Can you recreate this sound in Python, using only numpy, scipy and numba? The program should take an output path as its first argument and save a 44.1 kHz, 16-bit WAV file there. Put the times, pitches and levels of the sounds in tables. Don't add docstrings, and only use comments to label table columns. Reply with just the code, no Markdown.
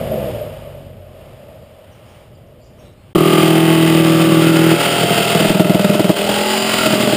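import sys
import numpy as np
from scipy import signal
from scipy.fft import rfft, irfft, next_fast_len
from scipy.io import wavfile
from scipy.ndimage import uniform_filter1d
from numba import njit

SR = 44100
rng = np.random.default_rng(int(sys.argv[2]) if len(sys.argv) > 2 else 0)


def natural_amplitude(level_db):
    exponent = np.asarray(level_db, float) / 20
    return 10 ** exponent


def generate_wav(signal):
    frames = np.transpose(np.atleast_2d(signal))
    scaled = np.clip(frames, -1, 1) * 32767
    pcm = np.round(scaled).astype(np.int16)
    wavfile.write(sys.argv[1], SR, pcm)


N = 315756
T = np.arange(N) / SR
STREET_ENDS_S, SAW_STARTS_S = 3.1305, 3.1498


def curves(table):
    s, *columns = np.transpose(table)
    return [np.interp(T, s, c) for c in columns]


def stages(table, glide_s):
    s, *columns = np.transpose(table)
    row = np.clip(np.searchsorted(s, T) - 1, 0, None)
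    return [uniform_filter1d(c[row], int(glide_s * SR)) for c in columns]


def steady(x, window_s=0.064):
    window = int(window_s * SR)
    power = uniform_filter1d(uniform_filter1d(x ** 2, window), window)
    return x / np.sqrt(power + 1e-12)


def colour(x, spectrum):
    hz, db = np.transpose(spectrum)
    size = next_fast_len(N)
    f = np.arange(size // 2 + 1) * SR / size + 1
    gain = natural_amplitude(np.interp(np.log(f), np.log(hz), db))
    return steady(irfft(rfft(x, size) * gain, size)[:N], 0.33)


def walk(rate):
    k = int(SR / rate)
    steps = np.repeat(rng.standard_normal(N // k + 1), k)
    return 1.17 * uniform_filter1d(uniform_filter1d(steps, k), k)[:N]


@njit
def svf(x, hz, width):
    y, b, l = np.empty(len(x)), 0., 0.
    for i in range(len(x)):
        g, k = np.tan(np.pi * hz[i] / SR), width[i] / hz[i]
        v = (b + g * (x[i] - l)) / (1 + g * (g + k))
        b, l, y[i] = 2 * v - b, l + 2 * g * v, k * v
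    return y


def ring(x, modes, scale_hz=0.93, sign=-1):
    ones = np.ones(N)
    return sum(sign ** k * natural_amplitude(db) * svf(x, f * scale_hz * ones, w * ones)
               for k, (f, w, db) in enumerate(modes))


# start in seconds, push into the sheet in dB, feed into the wood in dB,
# roughness from 0 to 1, level of every second stroke in dB.
CUT_STAGES = [(3.15, -15.5, -16, 0.24, -1.5), (3.5, -15, -18, 0.31, 0.5), (4.25, -14.5, -18, 0.42, -1),
              (4.76, -26, -15.5, 0.31, 0), (5.0, -18.5, -16, 0.37, -1), (5.21, -22, -16, 0.33, -4),
              (5.34, -13.5, -16, 0.48, -1), (5.53, -13, -21.5, 0.54, -18), (6.12, -24, -21.5, 0.62, 1.5),
              (6.27, -22.5, -18.5, 0.48, 1.5), (6.42, -25.5, -18.5, 0.16, 1), (6.7, -28.5, -16, 0.24, 2),
              (6.85, -16.5, -17, 0.42, -9), (6.97, -17, -18.5, 0.42, 0)]
FREED_S, FREEING_S = 4.76, 0.046
LOADED_HZ = 40.6


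def jigsaw():
    rate, count = crank()
    push_db, feed_db, rough, weak_db = stages(CUT_STAGES, 0.06)
    rough = np.clip(rough, 0, 1)
    eased_db = push_db - CUT_STAGES[0][1]
    freed = np.clip((T - FREED_S) / FREEING_S + .5, 0, 1)
    knock = knocks(count, rough, weak_db)
    teeth = toothmarks(count)
    noise = rng.standard_normal((4, N))
    gate = 1 + 0.084 * np.cos(2 * np.pi * (count % 1 - 0.05))
    bite = knock + 4.7 * teeth + 3.0 * rough * gate * noise[3]

    sheet = natural_amplitude(push_db) * sheet_boom(knock + 4.0 * rough * noise[1], eased_db, freed)
    sheet = sheet - sheet_middle(knock + 3.05 * teeth + 5.0 * rough * gate * noise[2], eased_db, freed)
    sheet = sheet + sheet_upper(bite, rate, eased_db, freed)
    cutting = rasp(knock, teeth, rough, gate, noise[0]) + blade_ring(bite) + sheet_buzz(teeth, freed)
    machine = gear_whine(noise[0], rate, freed) + gear_mesh(rate, count) + squeal(noise[1])
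    return sheet - housing_shake(count, eased_db) + natural_amplitude(feed_db) * cutting + machine


# time in seconds, blade speed in strokes per second.
STROKE_RATE = [(3.15, 39.8), (3.39, 40.1), (3.6, 40.6), (4.08, 40.6), (4.37, 40.4), (4.65, 40.7),
               (4.91, 40.9), (5.25, 41.0), (5.58, 40.35), (6.17, 40.2), (6.38, 41.2), (6.51, 42.6),
               (6.64, 43.3), (6.8, 42.9), (6.87, 42.2), (7.05, 41.1), (7.16, 40.3)]


def crank():
    rate, = curves(STROKE_RATE)
    count = .76 + np.cumsum(rate * (T >= SAW_STARTS_S)) / SR
    return rate, count


def knocks(count, rough, weak_db):
    stroke, phase = count.astype(int), count % 1
    uneven_db = 7.3 * rough * rng.standard_normal(stroke[-1] + 1)[stroke]
    knock = natural_amplitude(weak_db * (stroke % 2) + uneven_db) * np.exp(-phase / 0.0083)
    return knock / np.std(knock)


def toothmarks(count, size=1100, lasts=14):
    marks = rng.standard_normal((int(count[-1] / lasts) + 2, size))
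    place, step = (count % 1 * size).astype(int), (count / lasts).astype(int)
    turn = count / lasts % 1 * np.pi / 2
    return np.cos(turn) * marks[step, place] + np.sin(turn) * marks[step + 1, place]


def sheet_boom(drive, eased_db, freed):
    hz = 168.7 + 20.5 * np.clip(T - FREED_S, 0, None)
    width = np.clip(20.7 + 20 * freed - 1.0 * eased_db, 10, None)
    return steady(svf(svf(drive, hz, width), hz, 0.39 * hz))


# multiple of the moving base pitch, width in Hz, level in dB.
MIDDLE_MODES = [(.85, 25, -27), (0.967, 18.4, 9.5), (1.084, 26, 2), (1.21, 28, 1.5), (1.45, 20, 0.5)]


def sheet_middle(drive, eased_db, freed):
    hz = 335.4 + (410 - 335.4) * freed
    level_db = -12 - 9 * freed + 0.2 * eased_db
    return natural_amplitude(level_db) * steady(svf(ring(drive, MIDDLE_MODES, hz, 1), hz, 0.25 * hz))


# centre in Hz, width in Hz, level in dB.
UPPER_MODES = [(619, 51, 3), (601, 31, 5), (714, 88, -3.5), (780, 91, -7), (922, 94, -11.5)]
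# start in seconds, multiple of the stroke rate, level in dB.
OFFCUT = [
    (3.15, 20, 3),
    (3.7, 18, -12),
    (4.7, 17, 8),
    (5.0, 17, 13),
    (5.38, 16, 12),
    (5.75, 15.5, 6),
    (6.27, 21, 11),
    (6.55, 17, 8),
    (6.82, 15, 5),
]


def sheet_upper(bite, rate, eased_db, freed):
    level_db = -24 + 5.46 * freed + .25 * eased_db
    level_db = level_db - np.clip(rate - LOADED_HZ - .5, 0, None)
    order, offcut_db = stages(OFFCUT, .025)
    modes = ring(bite, UPPER_MODES, .93 + (0.94 - .93) * freed)
    offcut = natural_amplitude(offcut_db) * ring(bite, [(0.98, 12.5, 0)], order * rate)
    return natural_amplitude(level_db) * steady(ring(modes + offcut, [(620, 710, 0)]))


# centre in Hz, width in Hz, level in dB.
SAW_BODY = [(2160, 840, -13), (2500, 120, -0.5), (3300, 240, -6.5), (3840, 220, -12), (5200, 220, -4)]
# frequency in Hz, level in dB per Hz.
RASP_SHAPE = [(620, 0.5), (1050, -3.5), (1390, 0.5), (1780, -6), (2070, -2), (2340, -5), (2570, 0.5),
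              (3140, -1.5), (4230, -10.5), (4860, -8), (6000, -17), (7800, -55), (13200, -120)]


def rasp(knock, teeth, rough, gate, fresh_wood):
    same = np.clip(.65 + .7 * (.5 - rough), 0, .88)
    grit = natural_amplitude(1.5 * walk(150))
    chips = gate * grit * (same * teeth + np.sqrt(1 - same ** 2) * fresh_wood)
    sound = colour(chips + 0.66 * ring(chips + 0.73 * knock, SAW_BODY), RASP_SHAPE)
    bright = natural_amplitude(-3 + 1.67 * (T - SAW_STARTS_S)) - 1
    return sound + bright * ring(sound, [(5100, 3400, 0)], 0.91)


# start in seconds, centre in Hz, level in dB.
BLADE_RING = [
    (3.15, 1272, -6.5),
    (3.42, 1240, -13),
    (4.42, 1443, -15),
    (5.0, 1455, -19),
    (5.55, 1454, -9.5),
    (6.1, 1530, -16),
    (6.45, 1135, -14.5),
    (6.78, 1500, -10),
    (6.95, 1220, -12),
]


def blade_ring(bite):
    hz, level_db = stages(BLADE_RING, .025)
    narrow = ring(bite, [(0.93, 90, 0)], hz)
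    return natural_amplitude(level_db) * steady(ring(narrow, [(0.93, 390, 0)], hz))


# centre in Hz, width in Hz, level in dB.
BUZZ_MODES = [(430, 98, -1.5), (714, 425, -1), (876, 173, -2.5)]


def sheet_buzz(teeth, freed):
    return natural_amplitude(-14 + 4.5 * freed) * steady(ring(teeth, BUZZ_MODES), 0.5)


# multiple of the stroke rate, level in dB.
WHINE_ORDERS = [(108.5, -5), (111.2, 0), (114, -6), (116.5, -3)]


def gear_whine(noise, rate, freed):
    level_db = -50 + 9 * freed + 2.0 * (rate - LOADED_HZ)
    bands = [(order, 70, db) for order, db in WHINE_ORDERS]
    flutter = natural_amplitude(4 * walk(18) - 2.5)
    return natural_amplitude(level_db) * flutter * steady(ring(noise, bands, rate))


def gear_mesh(rate, count):
    racing = np.clip(2 * (rate - 42.0), 0, 1)
    return racing * natural_amplitude(-27 + 3.6 * walk(19)) * np.sin(2 * np.pi * 110.6 * count)


def squeal(noise):
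    swell = np.exp(-((T - 6.48) / .11) ** 4)
    return natural_amplitude(-37) * swell * steady(ring(noise, [(4965, 45, 0)], 1), .2)


# multiple of the stroke rate, level in dB.
SHAKE_ORDERS = [(2, -42), (2.5, -44), (3, -28)]


def housing_shake(count, eased_db):
    shake = sum(natural_amplitude(db + 2.0 * walk(28)) * np.sin(2 * np.pi * k * count) for k, db in SHAKE_ORDERS)
    return natural_amplitude(-4.5 + .8 * eased_db) * shake


# time in seconds, peak level in dB.
SLAP_HITS = [(4.469, -10), (4.568, -26), (4.717, -5), (5.008, -10), (5.032, -1), (5.178, -9), (5.349, -5),
             (5.402, 2.5), (5.448, 0.5), (5.496, 3.5), (5.547, -3), (5.597, 7), (5.646, 0), (5.696, 3.5),
             (5.746, 4), (5.794, -3), (5.846, -10), (5.894, -2), (5.944, -0.5), (5.996, 6), (6.043, -6),
             (6.093, 7.5), (6.17, -16), (6.292, -3), (6.861, 0.5), (6.929, 1.5), (7.028, -2), (7.075, -5),
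             (7.125, 2.5)]
# centre in Hz, width in Hz, level in dB.
SLAP_MODES = [(90, 190, -12.5), (173, 500, -5.5), (344, 53, 1), (671, 49, -2)]


def slaps():
    push, crack = np.zeros((2, N))
    s, peak_db = np.transpose(SLAP_HITS)
    at = (s * SR).astype(int)
    push[at], crack[at] = natural_amplitude(peak_db), natural_amplitude(-25)
    push = push + natural_amplitude(1) * np.roll(push, int(0.00621 * SR))
    thud = ring(np.convolve(push, np.hanning(70))[:N], SLAP_MODES)
    decay = signal.lfilter([1], [1, -np.exp(-1 / (0.0089 * SR))], crack)
    rattle = decay * colour(rng.standard_normal(N), RASP_SHAPE)
    return natural_amplitude(3.5) * thud + natural_amplitude(8.0) * rattle


def slap_dip():
    s, peak_db = np.transpose(SLAP_HITS)
    dip_after_s, dip_s = 0.0061, 0.021
    hits = np.zeros(N)
    hits[((s + dip_after_s) * SR).astype(int)] = natural_amplitude(peak_db)
    return natural_amplitude(-2 * signal.fftconvolve(hits, np.hanning(int(4 * dip_s * SR)))[:N])


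# time in seconds, engine beat in Hz, level in dB.
ENGINE = [
    (0, 81, -31),
    (.15, 72.6, -27),
    (.24, 65.8, -27),
    (.33, 57.8, -29),
    (.42, 52, -38),
    (.7, 47, -38),
    (1.1, 44, -43),
    (1.6, 42, -58),
    (3.2, 42, -70),
]
# multiple of the beat, level in dB.
ENGINE_ORDERS = [(1, -5), (2, 1), (3, -1), (5, -10)]
# time in seconds, level in dB.
RECEDING = [
    (0, -4.5),
    (.24, -1),
    (.46, -8),
    (.62, -13.5),
    (.88, -19.5),
    (1.6, -24),
    (2.1, -26.5),
    (2.7, -28.5),
    (3.13, -31.5),
]
# frequency in Hz, level in dB per Hz.
DRONE = [(120, -26), (200, -8.5), (323, -19), (356, -9.5), (432, -9), (520, 0), (617, 4), (809, -20.5),
         (1100, -40), (1430, -58), (2420, -120)]
RUMBLE = [(12, -41), (20, -23), (107, -3), (145, -8.5), (177, -11.5), (323, -19.5), (357, -17),
          (400, -20.5), (520, -22), (880, -120)]
HISS = [(470, -29), (800, -5), (947, -10.5), (1220, -10), (1540, -15.5), (2630, -14), (2980, -12),
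        (4250, -24.5), (4980, -21), (6000, -32.5), (7800, -63), (13200, -120)]
# level at the closest in dB, dB per dB of distance.
ROAD_LAWS = [(-20.5, 1.04), (-31.5, 0.52), (-36.5, 0.61)]


def car():
    beat_hz, engine_db = curves(ENGINE)
    turns = np.cumsum(beat_hz * (1 + .004 * walk(20))) / SR
    engine = sum(natural_amplitude(db + 1.5 * walk(10)) * np.sin(2 * np.pi * k * turns) for k, db in ENGINE_ORDERS)
    far_thump_db = 5 * np.exp(-((T - 2.85) / 0.054) ** 2)
    far_db = curves(RECEDING)[0] + far_thump_db
    road = [natural_amplitude(db + follow * far_db + 1.9 * walk(7.6)) * colour(rng.standard_normal(N), shape)
            for (db, follow), shape in zip(ROAD_LAWS, (DRONE, RUMBLE, HISS))]
    return natural_amplitude(engine_db) * engine + sum(road)


# start in seconds, length in seconds, from Hz, to Hz, level in dB, breathiness from 0 to 1.
CHIRPS = [(1.62, .05, 4900, 4550, -57, .5), (1.91, 0.051, 5950, 5600, -56, 0.2),
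          (2.052, 0.12, 4800, 5650, -56, .95), (2.347, 0.025, 5300, 4650, -56, .2),
          (2.465, 0.03, 5950, 5450, -64, .1), (2.595, 0.14, 4400, 4970, -56, 0.9),
          (2.635, .04, 5950, 5600, -59, .1), (2.785, 0.047, 5900, 5480, -52, 0.2),
          (2.83, 0.067, 5550, 5520, -66, .1), (2.8, 0.13, 3300, 3890, -53, 0.8),
          (2.97, .09, 4270, 4200, -65, .1), (2.99, 0.064, 4520, 4500, -70, .1)]


def birds():
    out = np.zeros(N)
    for s, length, from_hz, to_hz, db, breath in CHIRPS:
        n = int(length * SR)
        u = np.arange(n) / n
        hz = to_hz + (from_hz - to_hz) * (1 - u) ** 3
        hoarse = 1 - breath + breath * walk(900)[:n]
        swell = np.sin(np.pi * u ** 0.65)
        out[int(s * SR):][:n] += natural_amplitude(db) * hoarse * swell * np.sin(2 * np.pi * np.cumsum(hz) / SR)
    echoes = ((.03, -7), (.065, -8), (.12, -14))
    return out + sum(natural_amplitude(db) * np.roll(out, int(lag_s * SR)) for lag_s, db in echoes)


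# time in seconds, level in dB.
PUFFS = [(3.16, -26), (3.69, -47), (4.01, -43), (4.38, -46), (4.61, -51.5), (5.501, -32), (5.761, -38),
         (6.0, -44), (6.1, -45), (6.49, -45), (6.8, -45)]


def wind():
    puffs = natural_amplitude(-80) + sum(natural_amplitude(db) * np.exp(-np.abs(T - s) / 0.022) for s, db in PUFFS)
    shape = [(10, -10), (25, 6), (60, -3), (110, -8), (200, -34), (400, -90)]  # Hz, dB
    return puffs * colour(rng.standard_normal(N), shape)


def scene():
    street = (car() + birds()) * np.clip((STREET_ENDS_S - T) / .002 + 1, 0, 1)
    small_sheet = signal.butter(3, 100, "high", fs=SR, output="sos")
    saw = signal.sosfilt(small_sheet, slap_dip() * jigsaw() + slaps())
    return (street + (saw + wind()) * (T >= SAW_STARTS_S))[None]


def low_pass(x):
    return signal.sosfilt(signal.butter(12, 16530, fs=SR, output="sos"), x)


def record(dry):
    slow = signal.resample_poly(dry, 40, 147, axis=1)
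    slow = slow / (1 + np.abs(slow / .99) ** 12) ** (1 / 12)
    held = signal.resample_poly(np.repeat(slow, 4, axis=1), 147, 160, axis=1)[:, :N]
    top = signal.ellip(8, .1, 45, 15250, fs=SR, output="sos")
    mix = np.clip(signal.sosfilt(top, held), -1, 1)
    return low_pass(mix)


dry = scene()
out = record(dry)
generate_wav(out)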